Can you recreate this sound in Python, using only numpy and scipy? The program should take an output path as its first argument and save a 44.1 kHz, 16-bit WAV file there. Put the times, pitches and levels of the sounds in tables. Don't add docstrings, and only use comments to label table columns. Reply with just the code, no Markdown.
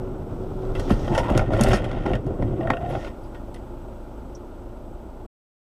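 import sys
import numpy as np
from scipy import signal
from scipy.fft import rfft, irfft
from scipy.io import wavfile

SR = 44100
rng = np.random.default_rng(int(sys.argv[2]) if len(sys.argv) > 2 else 0)


def persist_wave(psi):
    counts = np.round(np.clip(psi, -1, 1) * 32767).astype(np.int16)
    wavfile.write(sys.argv[1], SR, np.atleast_2d(counts).T)


N = 254632
TIME = np.arange(N) / SR

# (start [s], length [s], force [dB], dashboard judder re force [dB], breaking trim re force [dB])
CRUSHES = [(0.869, 0.34, -37, -7.5, -15), (1.115, 0.15, -30.5, -5, -10), (1.278, 0.14, -32, 4.5, -8),
           (1.447, 0.099, -27, -12, -22.5), (1.515, 0.091, -27.5, -1, -11.5),
           (1.606, .16, -23.5, -2.5, -9.5), (1.796, 0.24, -32, -5.5, -14), (2.05, 0.1, -26, -5, -17.5),
           (2.25, 0.089, -29, -12, -32), (2.383, .20, -27, -13, -31), (2.602, 0.15, -30, -4.5, -21),
           (2.802, 0.075, -35, -5.5, -17.5), (2.883, .09, -31.5, -2.5, -15),
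           (2.992, 0.094, -41.5, 0.5, -6.5)]
# (start [s], body peak [dB], panel re body [dB], panel pitch [Hz], decay of force [s])
THUDS = [(0.904, -9, 0, 316, 0.0066), (1.097, -15, -6, 347, 0.025), (1.3, -10, 0.5, 208, 0.0061),
         (1.347, -13, 0, 338, 0.016), (1.374, -12, -8, 506, 0.02), (1.527, -14.5, -7, 490, 0.01),
         (1.596, -14, 1.5, 240, 0.0093), (1.61, -17, 2, 222, 0.0088), (1.676, -11.5, -7, 220, 0.018),
         (1.73, -17, 7.5, 206, 0.0087), (2.131, -16, -6, 245, 0.0076), (2.244, -23, 2, 251, 0.0062),
         (2.394, -15.5, -3.5, 243, 0.0085), (2.419, -20, 2, 259, 0.012), (2.586, -31.5, 15, 332, 0.0078),
         (2.696, -24, 8, 266, 0.0053), (2.925, -27, -3.5, 460, 0.01)]
# (multiple of its pitch [1], width [Hz], level [dB])
PANEL_MODES = [(.68, 70, -4.5), (1, 56.1, 7.5), (1.4, 90, -6.5), (1.9, 120, -7)]
# (start [s], trim peak [dB], dashboard knock re trim [dB], splinter re trim [dB], decay of trim force [s])
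CRACKS = [(.749, -29.5, -1, -13, 0.014), (.794, -30, 6, -3, .006), (.893, -30, 4, -8, .008),
          (.903, -25.5, 11, -8, 0.016), (1.077, -28.5, 8.5, -19, 0.0044), (1.147, -21.5, 4, -6.5, 0.0085),
          (1.176, -18, 7.5, -6, 0.01), (1.299, -28, 14.5, -8, 0.0027), (1.347, -28, 9.5, -20.5, 0.0079),
          (1.374, -18, 2.5, -3.5, 0.002), (1.391, -18, 1, -25.5, .0043), (1.415, -31, 11, -22.5, 0.0032),
          (1.503, -37, 16, -14.5, 0.007), (1.532, -22, 7, -21, 0.0078), (1.592, -24, 8.5, -16.5, 0.011),
          (1.609, -23.5, 10, 10, .001), (1.634, -24, 1, 6.5, 0.0021), (1.684, -29, 12.5, -1, 0.0057),
          (1.730, -17, 6, -6, .006), (1.739, -23, 4, -3.5, .014), (1.840, -29.5, 3, -12.5, 0.011),
          (1.912, -27, -1, -18, .003), (1.927, -34, -7, -19, 0.0032), (1.983, -38.5, 6, -25, .0036),
          (2.060, -25.5, 8.5, -17, 0.0039), (2.112, -36, -10, -21, .002), (2.132, -23.5, -4, -19, 0.0036),
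          (2.151, -26.5, 2, -16, 0.0027), (2.262, -46.5, -4.5, -3.5, 0.0062), (2.421, -30, 10, -18, 0.0059),
          (2.606, -33, 11, -29.5, .006), (2.670, -23, -11.5, -29.5, 0.0016), (2.701, -13.5, 5, -21, 0.002),
          (2.732, -23.5, 5, -30.5, 0.0031), (2.767, -26, 2, -25, 0.0015), (2.904, -34.5, 13, -18, 0.0052),
          (2.926, -42, 17, -26, 0.0015), (2.949, -28.5, 11.5, -33, 0.0049), (3.045, -29.5, -1, -12, 0.0053),
          (3.071, -38.5, 9, -20, 0.0073), (3.344, -39.5, -16, -18, 0.014), (3.541, -41.5, -14, 0, 0.0048),
          (3.558, -43, -16, -14, 0.011)]
# (frequency [Hz], width [Hz], level [dB])
BODY_MODES = [(34.4, 27, -4), (58.4, 37, -3), (120, 35, -2.5), (220, 19, -16.5)]
# (frequency [Hz], width [Hz], level [dB])
SHEET_MODES = [(235, 32, -1), (344.2, 67, -2), (397.6, 18, -0.5), (461, 40, -12.5), (645, 73, -14)]
# (frequency [Hz], width [Hz], level [dB])
DASHBOARD_MODES = [(520, 236, -6.5), (663, 206, -3), (832, 170, -11), (1070, 190, -19.5)]
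# (frequency [Hz], width [Hz], level [dB])
TRIM_MODES = [(1395, 65, 4), (1847, 50, 1), (1988, 162, -5), (2705, 270, -9), (3170, 330, -10.5),
              (3750, 87, -16)]
# (frequency [Hz], width [Hz], level [dB])
SPLINTER_MODES = [(4130, 1700, 1), (5630, 1000, 4.5), (6060, 380, 4), (6380, 420, 2), (7880, 1300, -2.5),
                  (9250, 400, -0.5), (10160, 1100, -6.5), (13600, 1800, -17)]
# (time of crest [s], peak level [dB])
LURCHES = [(1.0, -31), (1.23, -29), (1.38, -27.5), (1.62, -20), (1.692, -13.5), (2.0, -29), (2.151, -27),
           (2.43, -26), (2.529, -21)]
# (time [s], pitch [Hz], level [dB])
SCRAPE = [(1.10, 830, -37), (1.18, 890, -28), (1.24, 930, -32), (1.30, 980, -31), (1.36, 914, -41.5),
          (1.42, 835, -41)]
# (start [s], length [s], starting pitch [Hz], level [dB])
CREAKS = [(2.6, 0.27, 642, -32.5), (2.792, 0.183, 766, -41)]
# (time [s], pitch [Hz], level [dB])
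TYRE_DRONE = [(0, 370, -34.5), (.15, 374, -35.5), (.3, 369, -38.5), (.5, 376, -36.5), (.68, 376, -33),
              (.84, 371, -33), (.92, 370, -46)]
# (start [s], length [s], level [dB])
SHOWERS = [(0.732, 0.45, -54), (2.853, 0.22, -57)]
# (frequency [Hz], width [Hz], level [dB])
CRUMB_MODES = [(3200, 900, 5.5), (5550, 690, 4), (6300, 920, 0.5), (9300, 1500, -12.5), (10700, 580, -11.5)]
# (start [s], peak level [dB], pitch [Hz], decay of force [s])
FRAGMENTS = [(2.889, -53, 10800, 0.03), (3.23, -60, 10900, 0.018), (3.235, -57.5, 4760, 0.021),
             (4.348, -42, 5760, 0.007)]
# (time [s], level [dB])
ROAD_LEVEL = [(0, -29), (.3, -30), (.55, -28.5), (.9, -24.5), (1.7, -30.5), (1.85, -30), (2.3, -30),
              (2.8, -32), (3.1, -45), (3.4, -47.5)]
# (frequency [Hz], level [dB])
ROAD_SPECTRUM = [(15, -28), (25, 13.5), (50, -6.5), (80, -1.5), (120, -0.5), (175, -7.5), (310, -7.5),
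                 (450, -9.5), (850, -19), (1150, -27), (1400, -25.5), (1700, -40.5), (3400, -45.5),
                 (4300, -54), (5800, -52), (7200, -58), (15000, -70.5)]
# (time [s], rate [firings/s])
IDLE_RATE = [(3.1, 26.7), (3.49, 26.7), (5.2, 27.6)]
# (multiple of firing rate [1], level [dB])
FIRING_ORDERS = [(1, -1), (2, -4.5), (3, -17.5), (4, -14), (13, -10.5)]
# (frequency [Hz], level [dB])
CLATTER_SPECTRUM = [(20, -3), (50, 1.5), (110, -0.5), (165, -8.5), (230, -0.5), (370, -3.5), (440, -9),
                    (600, -5), (730, -12), (860, -9), (1100, -19.5), (1400, -18.5), (1700, -33),
                    (3400, -36.5), (4300, -43), (5800, -44), (9000, -56)]
# (time [s], relative level [dB])
HISS_COURSE = [(0, -1.5), (1.2, 4), (1.8, -13), (2.4, -0.5), (2.9, 0.5), (5.27, -2)]

CRUSH_ATTACK_S, CRUSH_RELEASE_S, CRUSH_SLOPE_DB_PER_S = 0.0063, 0.025, -2.5
PANEL_DB = -3.5
CRACKLE_DB = -7
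GRIT_DB, GRIT_FOLLOWS = -46, 1.44
TRIM_CLICK, KNOCK_CLICK, SPLINTER_CLICK = .14, 0.53, .11
KNOCK_LINGERS, SPLINTER_LINGERS = 1.1, 1.4
SOFT_SNAP_TILT = 0.083
HEAVE_HZ, LURCH_S = 32, .028
CREAK_RISE_HZ_PER_S = 240
SHOWER_ATTACK_S, SHOWER_RELEASE_S = 0.067, .025
RATTLE_DB = -67.5
IDLE_FROM_S, IDLE_RISE_S, IDLE_SETTLE_DB_PER_S = 2.706, 0.49, 1.5
THROB_DB, CLATTER_DB = -36, -37.5
WHINE_HZ, WHINE_DB, HISS_DB = 7950, -75.5, -67
STOP_S, CUTOFF_HZ = 5.265, 15100


def crush_levels():
    power = np.zeros((3, N))
    for s, length, db, judder_db, trim_db in CRUSHES:
        slope = from_db(CRUSH_SLOPE_DB_PER_S * (np.clip(TIME - s, 0, length) - length / 2))
        shove = slope * swell(s, length, CRUSH_ATTACK_S, CRUSH_RELEASE_S)
        gains = from_db([db, db + judder_db, db + trim_db])
        power += np.outer(gains, shove) ** 2
    return np.sqrt(power)


def folding(force, judder):
    jerks = fractures(per_s=900, spread_db=3.0)
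    body = rms_one(resonate(jerks, BODY_MODES))
    panels = rms_one(resonate(jerks, SHEET_MODES))
    dashboard = rms_one(resonate(jerks, DASHBOARD_MODES))
    return force * (body + from_db(PANEL_DB) * panels) + judder * dashboard


def crunching(breaking):
    clumps = from_db(2.0 * drift(49))
    crunch = rms_one(resonate(clumps * fractures(per_s=1200, spread_db=3.0), TRIM_MODES))
    snaps = fractures(per_s=70, spread_db=1.5)
    crackle = from_db(CRACKLE_DB) * rms_one(resonate(snaps, TRIM_MODES))
    grit_level = from_db(GRIT_DB) * (breaking / breaking.max()) ** GRIT_FOLLOWS
    grit = rms_one(resonate(clumps * fractures(per_s=2600, spread_db=1.5), SPLINTER_MODES))
    return breaking * (crunch + crackle) + grit_level * grit


def thuds():
    out = np.zeros(N)
    for s, db, panel_db, panel_hz, decay in THUDS:
        panel = [(multiple * panel_hz, width, level) for multiple, width, level in PANEL_MODES]
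        add(out, s, from_db(db) * blow(BODY_MODES, decay, rise=0.0065))
        add(out, s, from_db(db + panel_db) * blow(panel, decay, rise=0.0049))
    return out


def cracks():
    out = np.zeros(N)
    for s, db, knock_db, splinter_db, decay in CRACKS:
        tilt = SOFT_SNAP_TILT * splinter_db
        trim = [(hz, width, level + tilt * np.log2(hz / TRIM_MODES[0][0]))
                for hz, width, level in TRIM_MODES]
        snap = blow(trim, decay, rise=0.002754, click=TRIM_CLICK)
        knock = blow(DASHBOARD_MODES, decay * KNOCK_LINGERS, rise=.001, click=KNOCK_CLICK)
        splinter = blow(SPLINTER_MODES, decay * SPLINTER_LINGERS, rise=.0022, click=SPLINTER_CLICK)
        add(out, s, from_db(db) * snap)
        add(out, s, from_db(db + knock_db) * knock)
        add(out, s, from_db(db + splinter_db) * splinter)
    return out


def heaving():
    out = 0
    for s, db in LURCHES:
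        t = TIME - s
        swing = np.sin(2 * np.pi * (HEAVE_HZ * t + rng.random()))
        out = out + from_db(db) * np.exp(-(t / LURCH_S) ** 2) * swing
    return out


def friction():
    out = slide(TYRE_DRONE, width_hz=14, steady=3.2)
    out = out + slide(SCRAPE, width_hz=87)
    for s, length, hz, db in CREAKS:
        pitch = hz + CREAK_RISE_HZ_PER_S * np.clip(TIME - s, 0, length)
        level = from_db(db) * swell(s, length, attack=0.029, release=0.022)
        out = out + level * wavering_tone(pitch, width_hz=47, steady=1.8)
    return out


def slide(rows, width_hz, steady=0):
    hz, db = in_time(rows)
    return from_db(db) * during(rows) * wavering_tone(hz, width_hz, steady)


def showers():
    flow = sum(from_db(db) * swell(s, length, SHOWER_ATTACK_S, SHOWER_RELEASE_S)
               for s, length, db in SHOWERS)
    return flow * rms_one(resonate(fractures(per_s=2000, spread_db=2.0), CRUMB_MODES))


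def fragments():
    out = np.zeros(N)
    for s, db, hz, decay in FRAGMENTS:
        modes = [(hz, 220, 0), (hz, hz * .5, -22), (hz * 1.05, 400, -11)]
        add(out, s, from_db(db) * blow(modes, decay, rise=0.0019))
    return out


def rattle():
    rolling = swell(0, CRUSHES[0][0], attack=0.6, release=.05)
    ticks = fractures(per_s=250, spread_db=3)
    return from_db(RATTLE_DB) * rolling * rms_one(resonate(ticks, [(3400, 690, 4.5), (5530, 986, -2.5)]))


def cabin(x, t60, wet_db):
    t = np.arange(SR // 3) / SR
    echoes = rng.standard_normal(len(t)) * from_db(-60 * t / t60) * (t > .003)
    return x + from_db(wet_db) * signal.fftconvolve(x, echoes / np.linalg.norm(echoes))[:N]


def road():
    db, = in_time(ROAD_LEVEL)
    return from_db(db + 1.0 * drift(24)) * noise(ROAD_SPECTRUM)


def engine():
    rate, = in_time(IDLE_RATE)
    phase = 2 * np.pi * np.cumsum(rate * (1 + 0.0062 * drift(3.3))) / SR
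    throb = 0
    for multiple, level in FIRING_ORDERS:
        strength = from_db(level + 0.56 * drift(6.9))
        throb = throb + strength * np.sin(round(multiple) * phase + rng.uniform(0, 2 * np.pi))
    clatter = noise(CLATTER_SPECTRUM) * from_db(0.88 * np.cos(phase))
    t = TIME - IDLE_FROM_S
    effort = np.clip(t / IDLE_RISE_S, 0, 1) * from_db(-IDLE_SETTLE_DB_PER_S * t)
    return effort * (from_db(THROB_DB) * rms_one(throb) + from_db(CLATTER_DB) * rms_one(clatter))


def blow(modes, decay, rise, click=0):
    t = np.arange(SR // 4) / SR
    fall = np.exp(-np.maximum(t - rise, 0) / max(decay, 1e-3))
    force = rng.standard_normal(len(t)) * np.minimum(t / rise, 1) ** 2 * fall
    share = np.clip(click, 0, .9)
    force = np.sqrt(1 - share) * force / np.linalg.norm(force)
    force[int(rise * SR)] += np.sqrt(share)
    ring = resonate(force, modes, vary_db=2)
    return ring / np.abs(ring).max()


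def resonate(force, modes, vary_db=0):
    out = 0
    for k, (hz, width, db) in enumerate(modes):
        r = np.exp(-np.pi * width / SR)
        poles = [1, -2 * r * np.cos(2 * np.pi * hz / SR), r * r]
        ring = signal.lfilter([1, 0, -1], poles, force + 1e-18)
        gain = from_db(db + vary_db * rng.standard_normal()) * (1 - r * r) / 2
        out = out + (-1) ** k * gain * ring
    edges = [modes[0][0] * .7, min(modes[-1][0] * 1.4, .45 * SR)]
    return signal.sosfilt(signal.butter(2, edges, "band", fs=SR, output="sos"), out)


def fractures(per_s, spread_db):
    sizes = from_db(spread_db * np.minimum(rng.exponential(1, N), 4)) * rng.choice([-1, 1], N)
    return sizes * (rng.random(N) < per_s / SR)


def wavering_tone(hz, width_hz, steady=0):
    phase = 2 * np.pi * np.cumsum(hz * np.ones(N)) / SR
    in_phase = (steady + drift(width_hz)) * np.cos(phase)
    return rms_one(in_phase + drift(width_hz) * np.sin(phase))


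def noise(colour):
    hz, db = np.transpose(colour)
    bins = np.log(np.arange(N // 2 + 1) * SR / N + 1e-3)
    weights = from_db(np.interp(bins, np.log(hz), db, left=-90, right=-90))
    return rms_one(irfft(rfft(rng.standard_normal(N)) * weights, N))


def drift(rate):
    r = np.exp(-80 * np.pi * rate / SR)
    slow = signal.lfilter([1], [1, -2 * r, r * r], rng.standard_normal(N // 40 + 2002))[2000:]
    return np.interp(np.arange(N) / 40, np.arange(len(slow)), rms_one(slow))


def swell(start, length, attack, release):
    t = TIME - start
    return np.clip(t / attack, 0, 1) * np.exp(-np.clip((t - length) / release, 0, 20))


def during(rows):
    first, last = rows[0][0], rows[-1][0]
    return np.interp(TIME, [first - .03, first, last, last + .03], [0, 1, 1, 0])


def in_time(rows):
    s, *columns = np.transpose(rows)
    return [np.interp(TIME, s, c) for c in columns]


def add(out, s, sound):
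    start = int(s * SR)
    out[start:start + len(sound)] += sound[:N - start]


def from_db(db):
    return 10 ** (np.asarray(db) / 20)


def rms_one(x):
    return x / np.sqrt(np.mean(x ** 2) + 1e-20)


def scene():
    force, judder, breaking = crush_levels()
    crash = folding(force, judder) + crunching(breaking) + thuds() + cracks()
    crash = crash + showers() + fragments() + rattle()
    return (cabin(crash, t60=0.072, wet_db=-10.0) + heaving() + friction() + road() + engine())[None]


def record(dry):
    course_db, = in_time(HISS_COURSE)
    whine = from_db(WHINE_DB) * wavering_tone(WHINE_HZ, width_hz=70, steady=1.8)
    hiss = from_db(HISS_DB) * rng.standard_normal(N)
    x = dry + from_db(course_db) * (hiss + whine)
    top = .5
    limited = x / (1 + (x / top) ** 4) ** (1 / 4)
    running = np.clip((STOP_S - TIME) / .004, 0, 1)
    low_pass = signal.ellip(10, .1, 90, CUTOFF_HZ, fs=SR, output="sos")
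    return signal.sosfilt(low_pass, limited * running)


dry = scene()
out = record(dry)
persist_wave(out)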